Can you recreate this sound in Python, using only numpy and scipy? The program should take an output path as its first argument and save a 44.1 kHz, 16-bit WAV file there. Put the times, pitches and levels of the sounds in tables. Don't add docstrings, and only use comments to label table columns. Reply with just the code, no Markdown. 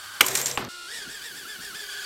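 import sys
import numpy as np
from scipy import signal
from scipy.fft import rfft, irfft, next_fast_len
from scipy.io import wavfile
from scipy.ndimage import uniform_filter1d

SR = 44100
rng = np.random.default_rng(int(sys.argv[2]) if len(sys.argv) > 2 else 0)


def wrap_up_sound(samples):
    columns = np.atleast_2d(samples).T
    tamed = np.clip(columns, -1, 1)
    steps = np.round(tamed * 32767).astype(np.int16)
    wavfile.write(sys.argv[1], SR, steps)


def amplitude_ratio(level_db):
    exponent = np.asarray(level_db, float) / 20
    return 10 ** exponent


N = 90405
T = np.arange(N) / SR

CRASH_S, KNOCK_S, CUT_S = .2072, .5746, .6877
IDLE_HZ, CLIMB_S, CLIMB_HZ = 1432, 1.84, 1610
WOBBLE_CLIMB = .055
# touch-down [t/s], blade tone there [f/Hz], top of the surge [t/s], blade tone at the top [f/Hz],
# thud [level/dB]
HOPS = [
    (.872, 1405, .955, 1950, -70),
    (1.075, 1420, 1.13, 1850, -45),
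    (1.212, 1460, 1.258, 1890, -59),
    (1.338, 1430, 1.382, 1830, -54),
    (1.458, 1350, 1.505, 1790, -55),
    (1.597, 1360, 1.642, 1820, -55),
    (1.732, 1290, 1.778, 1820, -55),
]
LAGS = rng.uniform(.011, .037, 10)


def rms_one(x):
    return x / np.sqrt(np.mean(x ** 2) + 1e-20)


def in_time(rows):
    return np.interp(T, *np.transpose(rows))


def drift(rate):
    r = np.exp(-80 * np.pi * rate / SR)
    slow = signal.lfilter([1], [1, -2 * r, r * r], rng.standard_normal(N // 40 + 2002))[2000:]
    return np.interp(np.arange(N) / 40, np.arange(len(slow)), rms_one(slow))


def smooth(x, s):
    return uniform_filter1d(x, size=max(int(s * SR), 1))


def coloured(points):
    hz = np.maximum(np.fft.rfftfreq(N, 1 / SR), 1)
    p = np.array(points)
    gain = amplitude_ratio(np.interp(np.log(hz), np.log(p[:, 0]), p[:, 1]))
    return rms_one(irfft(rfft(rng.standard_normal(N)) * gain, N))


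def band_noise(order, low, high):
    sos = signal.butter(order, [low, high], "band", fs=SR, output="sos")
    return signal.sosfilt(sos, rng.standard_normal(N))


def resonate(x, peaks):
    out = 0
    for k, (hz, width, db) in enumerate(peaks):
        r = np.exp(-np.pi * width / SR)
        zeros = [(1 - r * r) / 2, 0, (r * r - 1) / 2]
        poles = [1, -2 * r * np.cos(2 * np.pi * hz / SR), r * r]
        out = out + (-1) ** k * amplitude_ratio(db) * signal.lfilter(zeros, poles, x + 1e-18)
    return out


def room(x):
    t60_s, wall_cut_hz = 0.4, 2300
    size = next_fast_len(2 * N)
    w = 2j * np.pi * np.fft.rfftfreq(size, 1 / SR)
    wall = np.abs(1 + (w / (2 * np.pi * wall_cut_hz)) ** 2 / -4)
    loops = [amplitude_ratio(-60 * lag / t60_s) * np.exp(-w * lag) / wall for lag in LAGS]
    echoes = sum((-1) ** k * g / (1 - g) for k, g in enumerate(loops))
    return irfft(rfft(x, size) * echoes, size)[:N]


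def throttle():
    turns = [(CUT_S, IDLE_HZ)]
    for s, low, top_s, top, _ in HOPS:
        spurt = (s + .6 * (top_s - s), low + .87 * (top - low))
        turns += [(s, low), spurt, (top_s, top)]
    turns.append((CLIMB_S, CLIMB_HZ))
    return np.where(T >= CUT_S, smooth(in_time(turns), .015), 1500)


def rotors(blade, wobble, after):
    # speed before the cut [share], level [level/dB], speed after it [share],
    # level [level/dB], wobble phase [turns]
    rotor_set = [
        (1.035, 3.5, 1.001, 0.1, .6),
        (.975, -3, .948, -7, .1),
        (.81, -5, .99, -12, .1),
        (.72, -11, .96, -15, .5),
    ]
    # multiple of shaft speed [ratio], strength [level/dB]
    orders = [(1, -15), (2, -24), (3, -19), (4, 0), (5, -17), (6, -15), (7, -15), (8, -8), (9, -18),
              (10, -15), (11, -12), (12, -9), (13, -18), (14, -21), (15, -15), (16, -17), (17, -24),
              (18, -23), (19, -21), (20, -20), (21, -18), (22, -22), (23, -21), (24, -20)]
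    # multiple of shaft speed [ratio], strength [level/dB]
    smears = [(8, -10.5), (11, -18.5), (12, -14), (17, -10)]
    wobble_per_s, wander, lag_s, swing_loss = 22.5, .014, .004, .1
    flutter_db, smear_hz, airborne_shaft_db = 3.0, 110, -4
    busy = np.clip((T - HOPS[0][0]) / .05, .15, 1) + .2 * (T < CUT_S)
    airborne = wobble > .02
    tone, chop = 0, 0
    for k, (early, early_db, late, late_db, turn) in enumerate(rotor_set):
        lagged = np.interp(T - k * lag_s * (T > CUT_S + .1), T, blade)
        pull = swing_loss * k * np.clip(busy * 1.18 - .18, 0, 1) * after
        lagged = lagged + pull * (CLIMB_HZ - lagged)
        waver = 1 + wobble * np.sin(2 * np.pi * (wobble_per_s * T + turn)) + wander * busy * drift(18)
        hz = lagged * np.where(after, late, early) * waver
        phase = 2 * np.pi * np.cumsum(hz / 4) / SR
        gain = amplitude_ratio(np.where(after, late_db, early_db) + 3.0 * busy * (k > 0) * after)
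        flutter = [amplitude_ratio(flutter_db * share * busy * drift(45)) for share in (1, 1.6, 1.5)]
        start = rng.uniform(0, 2 * np.pi, len(orders))
        for i, (m, db) in enumerate(orders):
            load_db = -6 * busy * (m > 6) + airborne_shaft_db * (m == 1) * airborne
            tone = tone + gain * amplitude_ratio(db) * flutter[i % 3] * amplitude_ratio(load_db) * np.sin(m * phase + start[i])
        smeared = sum(amplitude_ratio(db) * drift(smear_hz) * np.sin(m * phase) for m, db in smears)
        tone = tone + gain * np.minimum(busy + .02, 1) * after * smeared
        chop = chop + np.sin(phase)
    return tone, chop


def air_wash(octaves, chop, after):
    # frequency [f/Hz], density [level/dB per Hz]
    wash_floor = [(30, -11.5), (190, -18.5), (420, -12.5), (1000, -12.5), (2400, -12), (3300, -9),
                  (9000, -9.5), (16000, -24.5)]
    # frequency [f/Hz], density [level/dB per Hz]
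    wash_flight = [(30, -32), (480, -34.5), (1100, -19.5), (1600, -15), (2200, -29), (8700, -28),
                   (16000, -35)]
    base_db, db_per_oct, chop_depth = -4.5, 11, 0.27
    level = amplitude_ratio(base_db + db_per_oct * octaves + 1.0 * drift(16.0))
    noise = np.where(after, coloured(wash_floor), amplitude_ratio(8.5) * coloured(wash_flight))
    return level * (1 + chop_depth * chop / 2) * noise


def motors():
    # time [t/s], level [level/dB]
    motor_level = [(0, -49), (.2, -49.5), (.69, -44), (.86, -44), (.95, -43), (1.03, -44.5), (1.4, -47),
                   (1.75, -44.5), (2.05, -43.5)]
    # centre [f/Hz], width [f/Hz], level [level/dB]
    housing = [(3430, 500, 1.5), (4600, 350, 2.5), (5400, 250, -3), (7600, 400, -2.5), (9000, 500, -5),
               (10950, 200, -3), (12200, 300, -1.5)]
    tone_db_per_oct, climb_tone_db, room_db = 7.0, 2.2, -14
    tip_db, tip_hz, tip_rise_s = -47.5, 9000, 0.4
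    after = T >= CUT_S
    blade = throttle()
    octaves = np.log2(blade / IDLE_HZ)
    wobble = np.where(after, WOBBLE_CLIMB * np.clip((T - CLIMB_S) / 0.05, 0, 1), .035)
    tone, chop = rotors(blade, wobble, after)
    tone_gain = amplitude_ratio(tone_db_per_oct * octaves + climb_tone_db * after * wobble / WOBBLE_CLIMB)
    sound = amplitude_ratio(in_time(motor_level)) * (tone_gain * tone + air_wash(octaves, chop, after))
    tip_rise = np.clip((T - HOPS[0][0]) / tip_rise_s, .15, 1)
    sound = sound + amplitude_ratio(tip_db) * tip_rise * after * band_noise(4, tip_hz, 16500)
    sound = sound + sum(resonate(sound, [peak]) for peak in housing)

    def in_room(x):
        return x + amplitude_ratio(room_db) * room(x)

    dying = np.exp(-np.maximum(T - CRASH_S, 0) / .05) * ~after
    lead_in = np.roll(sound, -int(.17 * SR)) * (T > CUT_S - .17)
    return in_room(sound * dying) * ~after + in_room(np.where(after, sound, lead_in)) * after


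def drag_hum():
    # start [t/s], end [t/s], pitch [f/Hz], level [level/dB]
    drags = [
        (.215, .40, 382, -41),
        (.39, .57, 490, -45),
        (.29, .57, 130, -47),
        (.45, .56, 616, -50),
        (-.05, .21, 100, -64),
    ]
    hum = 0
    for a, b, hz, db in drags:
        gate = smooth(1. * (T > a) * (T < b), .02)
        level = amplitude_ratio(db + 2 * drift(20))
        hum = hum + level * gate * np.sin(2 * np.pi * hz * np.cumsum(1 + .012 * drift(10)) / SR)
    return hum


def puff_shape(t):
    return np.minimum(t * 9, 1) * np.exp(-t ** 1.6)


def clatter():
    # time [t/s], level [level/dB], length [t/s], centre of the colour [f/Hz]
    contacts = [(0.2073, -2, 0.0029, 2090), (0.2089, 1, 0.0034, 2700), (0.2148, -6, 0.0025, 1940),
                (.263, -19, 0.0041, 9000), (0.283, -17.5, 0.0037, 6200), (0.3509, -13.5, 0.009, 7000),
                (0.369, -25.5, 0.017, 6560), (0.4135, -23.5, 0.004, 7400), (0.4567, -21.5, 0.0097, 5600),
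                (0.465, -26.5, 0.012, 6540), (0.479, -29.5, 0.011, 5960), (0.493, -30, 0.032, 5000)]
    # centre [f/Hz], width [f/Hz], level [level/dB]
    frame = [(390, 70, 0.5), (1070, 200, -5), (1520, 420, -2), (2150, 450, -1), (3200, 600, -5),
             (4400, 1200, -9), (9000, 4000, -12)]
    # centre [f/Hz], width [f/Hz], level [level/dB]
    parts = [(1540, 900, -6), (3940, 720, -7.5), (5810, 930, -7), (6690, 220, -3), (7320, 290, -6.5),
             (7600, 130, -1), (8500, 660, -6.5), (10930, 540, -7.5), (11130, 1550, -7), (13900, 470, -9),
             (15000, 1300, -19)]
    # time [t/s], level [level/dB]
    skid_level = [(.21, -28), (.26, -32.5), (.34, -31.5), (.36, -28.5), (.41, -30), (.5, -38), (.56, -44.5),
                  (.6, -41), (.64, -51), (.688, -54)]
    colour_db_per_oct = 8
    grains = rng.standard_normal((2, N)) * amplitude_ratio(2.5 * np.minimum(rng.exponential(1, (2, N)), 3))
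    grains = rms_one(grains)
    s, db, length, hz = np.transpose(contacts)[:, :, None]
    shapes = amplitude_ratio(db) * puff_shape(np.maximum(T[:SR] - s, 0) / length)
    skid = (T > CRASH_S) * amplitude_ratio(in_time(skid_level) + 1.5 * drift(40))
    out = 0
    for body, noise, rub in ((frame, grains[0], .35), (parts, grains[1], 1.01)):
        for k, mode in enumerate(body):
            drive = amplitude_ratio(-colour_db_per_oct * np.abs(np.log2(mode[0] / hz[:, 0])))
            shower = np.pad(drive @ shapes, (0, N - SR))
            out = out + (-1) ** k * amplitude_ratio(10) * resonate(noise * (shower + rub * skid), [mode])
    return out


def ticks():
    # time [t/s], level [level/dB], length [t/s], centre [f/Hz], width [f/Hz]
    tick_list = [(0.21, -10, 0.0026, 9000, 2500), (.209, -9.5, 0.0024, 13700, 2000),
                 (0.234, -33, 0.023, 1030, 87.5), (0.265, -25, .006, 8000, 1300),
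                 (0.262, -24, .004, 12800, 2500), (0.269, -23, .001, 12000, 3000),
                 (.2835, -24, 0.0016, 12500, 2000), (.3545, -16, 0.0012, 7000, 4000),
                 (0.355, -23, 0.0048, 1700, 900), (0.375, -23, 0.0017, 7500, 3000),
                 (0.378, -26, .0015, 7050, 4000), (0.414, -17.5, 0.0014, 5030, 4000),
                 (0.415, -29, .0015, 7600, 2980), (0.413, -29, 0.0055, 13900, 900),
                 (0.4584, -17.5, 0.0024, 6600, 2480), (0.462, -42, 0.0077, 14000, 900),
                 (0.513, -23, 0.0026, 5250, 3970), (.545, -38, 0.022, 7460, 250),
                 (.574, -34, .001, 12600, 3500), (.5755, -32, 0.0022, 8500, 2470),
                 (.5935, -39, .0015, 13000, 1500), (.643, -40, 0.0012, 12300, 2000),
                 (0.649, -30.5, .002, 4460, 2500), (0.36, -33.5, 0.043, 7440, 600),
                 (0.423, -31, .03, 7460, 450), (0.463, -31, 0.026, 7380, 600),
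                 (0.514, -38, 0.036, 7500, 450)]
    out, noise = np.zeros(N), rng.standard_normal((len(tick_list), 4000))
    for (s, db, length, hz, width), puff in zip(tick_list, noise):
        t = np.arange(len(puff)) / SR / length
        peak = [(hz, width, 0)]
        gain = np.sqrt(np.mean(resonate(resonate(puff, peak), peak) ** 2))
        rung = resonate(resonate(puff * puff_shape(t), peak), peak) / gain
        out[int(s * SR):int(s * SR) + len(puff)] += amplitude_ratio(db) * rung
    return out


def rumble():
    # time [t/s], level [level/dB]
    tumble_level = [(.21, -26.5), (.25, -37), (.3, -37.5), (.55, -42.5), (.572, -46)]
    # frequency [f/Hz], density [level/dB per Hz]
    tumble_colour = [(18, -50), (30, -12.5), (367, -6), (490, -0.5), (841, -4.5), (1850, -10.5),
                     (3000, -13), (3900, -13.5), (6600, -120)]
    # time [t/s], level [level/dB]
    roll_level = [(.577, -24), (.59, -31.5), (.62, -33), (.66, -40), (.688, -47)]
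    # frequency [f/Hz], density [level/dB per Hz]
    board_colour = [(35, -18), (75, 0.5), (150, -7.5), (400, -2.5), (1200, -2.5), (2800, -11),
                    (4600, -12.5), (9000, -43)]
    rolling = amplitude_ratio(in_time(roll_level)) * coloured(board_colour)
    tumbling = amplitude_ratio(in_time(tumble_level)) * coloured(tumble_colour)
    return (T > CRASH_S) * amplitude_ratio(drift(58)) * np.where(T > KNOCK_S + .001, rolling, tumbling)


def last_knock():
    # centre [f/Hz], width [f/Hz], level [level/dB]
    board_modes = [(1060, 260, 12), (2600, 500, 15.5), (3500, 900, 5)]
    blow = np.zeros(N)
    blow[int(KNOCK_S * SR)] = 1
    return resonate(blow, board_modes)


def crash():
    hits = clatter() + ticks() + last_knock()
    return (hits + amplitude_ratio(-21.5) * room(hits) + drag_hum() + rumble()) * (T < CUT_S)


def thuds():
    thud_s, late_s, thud_db, boom_db, buzz_db = 0.027, 0.0095, -3, -40, -67
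    push = sum(amplitude_ratio(h[4] + thud_db) * np.exp(-((T - h[0] - late_s) / thud_s) ** 2) for h in HOPS)
    push = push + amplitude_ratio(boom_db) * (T > KNOCK_S + .02) * (T < CUT_S)
    hopping = smooth(1. * (T > HOPS[0][2]) * (T < HOPS[-1][2]), 0.046)
    push = push + amplitude_ratio(buzz_db + 5.3 * drift(32)) * hopping
    return push * rms_one(band_noise(2, 110, 346))


def scene():
    return (motors() + crash() + thuds())[None]


def band_limit(x):
    return signal.sosfilt(signal.butter(12, 15790, fs=SR, output="sos"), x)


def record(dry):
    rounded = .97 * np.tanh(dry / .97)
    mix = signal.sosfilt(signal.cheby2(10, 40, 17500, fs=SR, output="sos"), rounded)
    return band_limit(mix)


dry = scene()
out = record(dry)
wrap_up_sound(out)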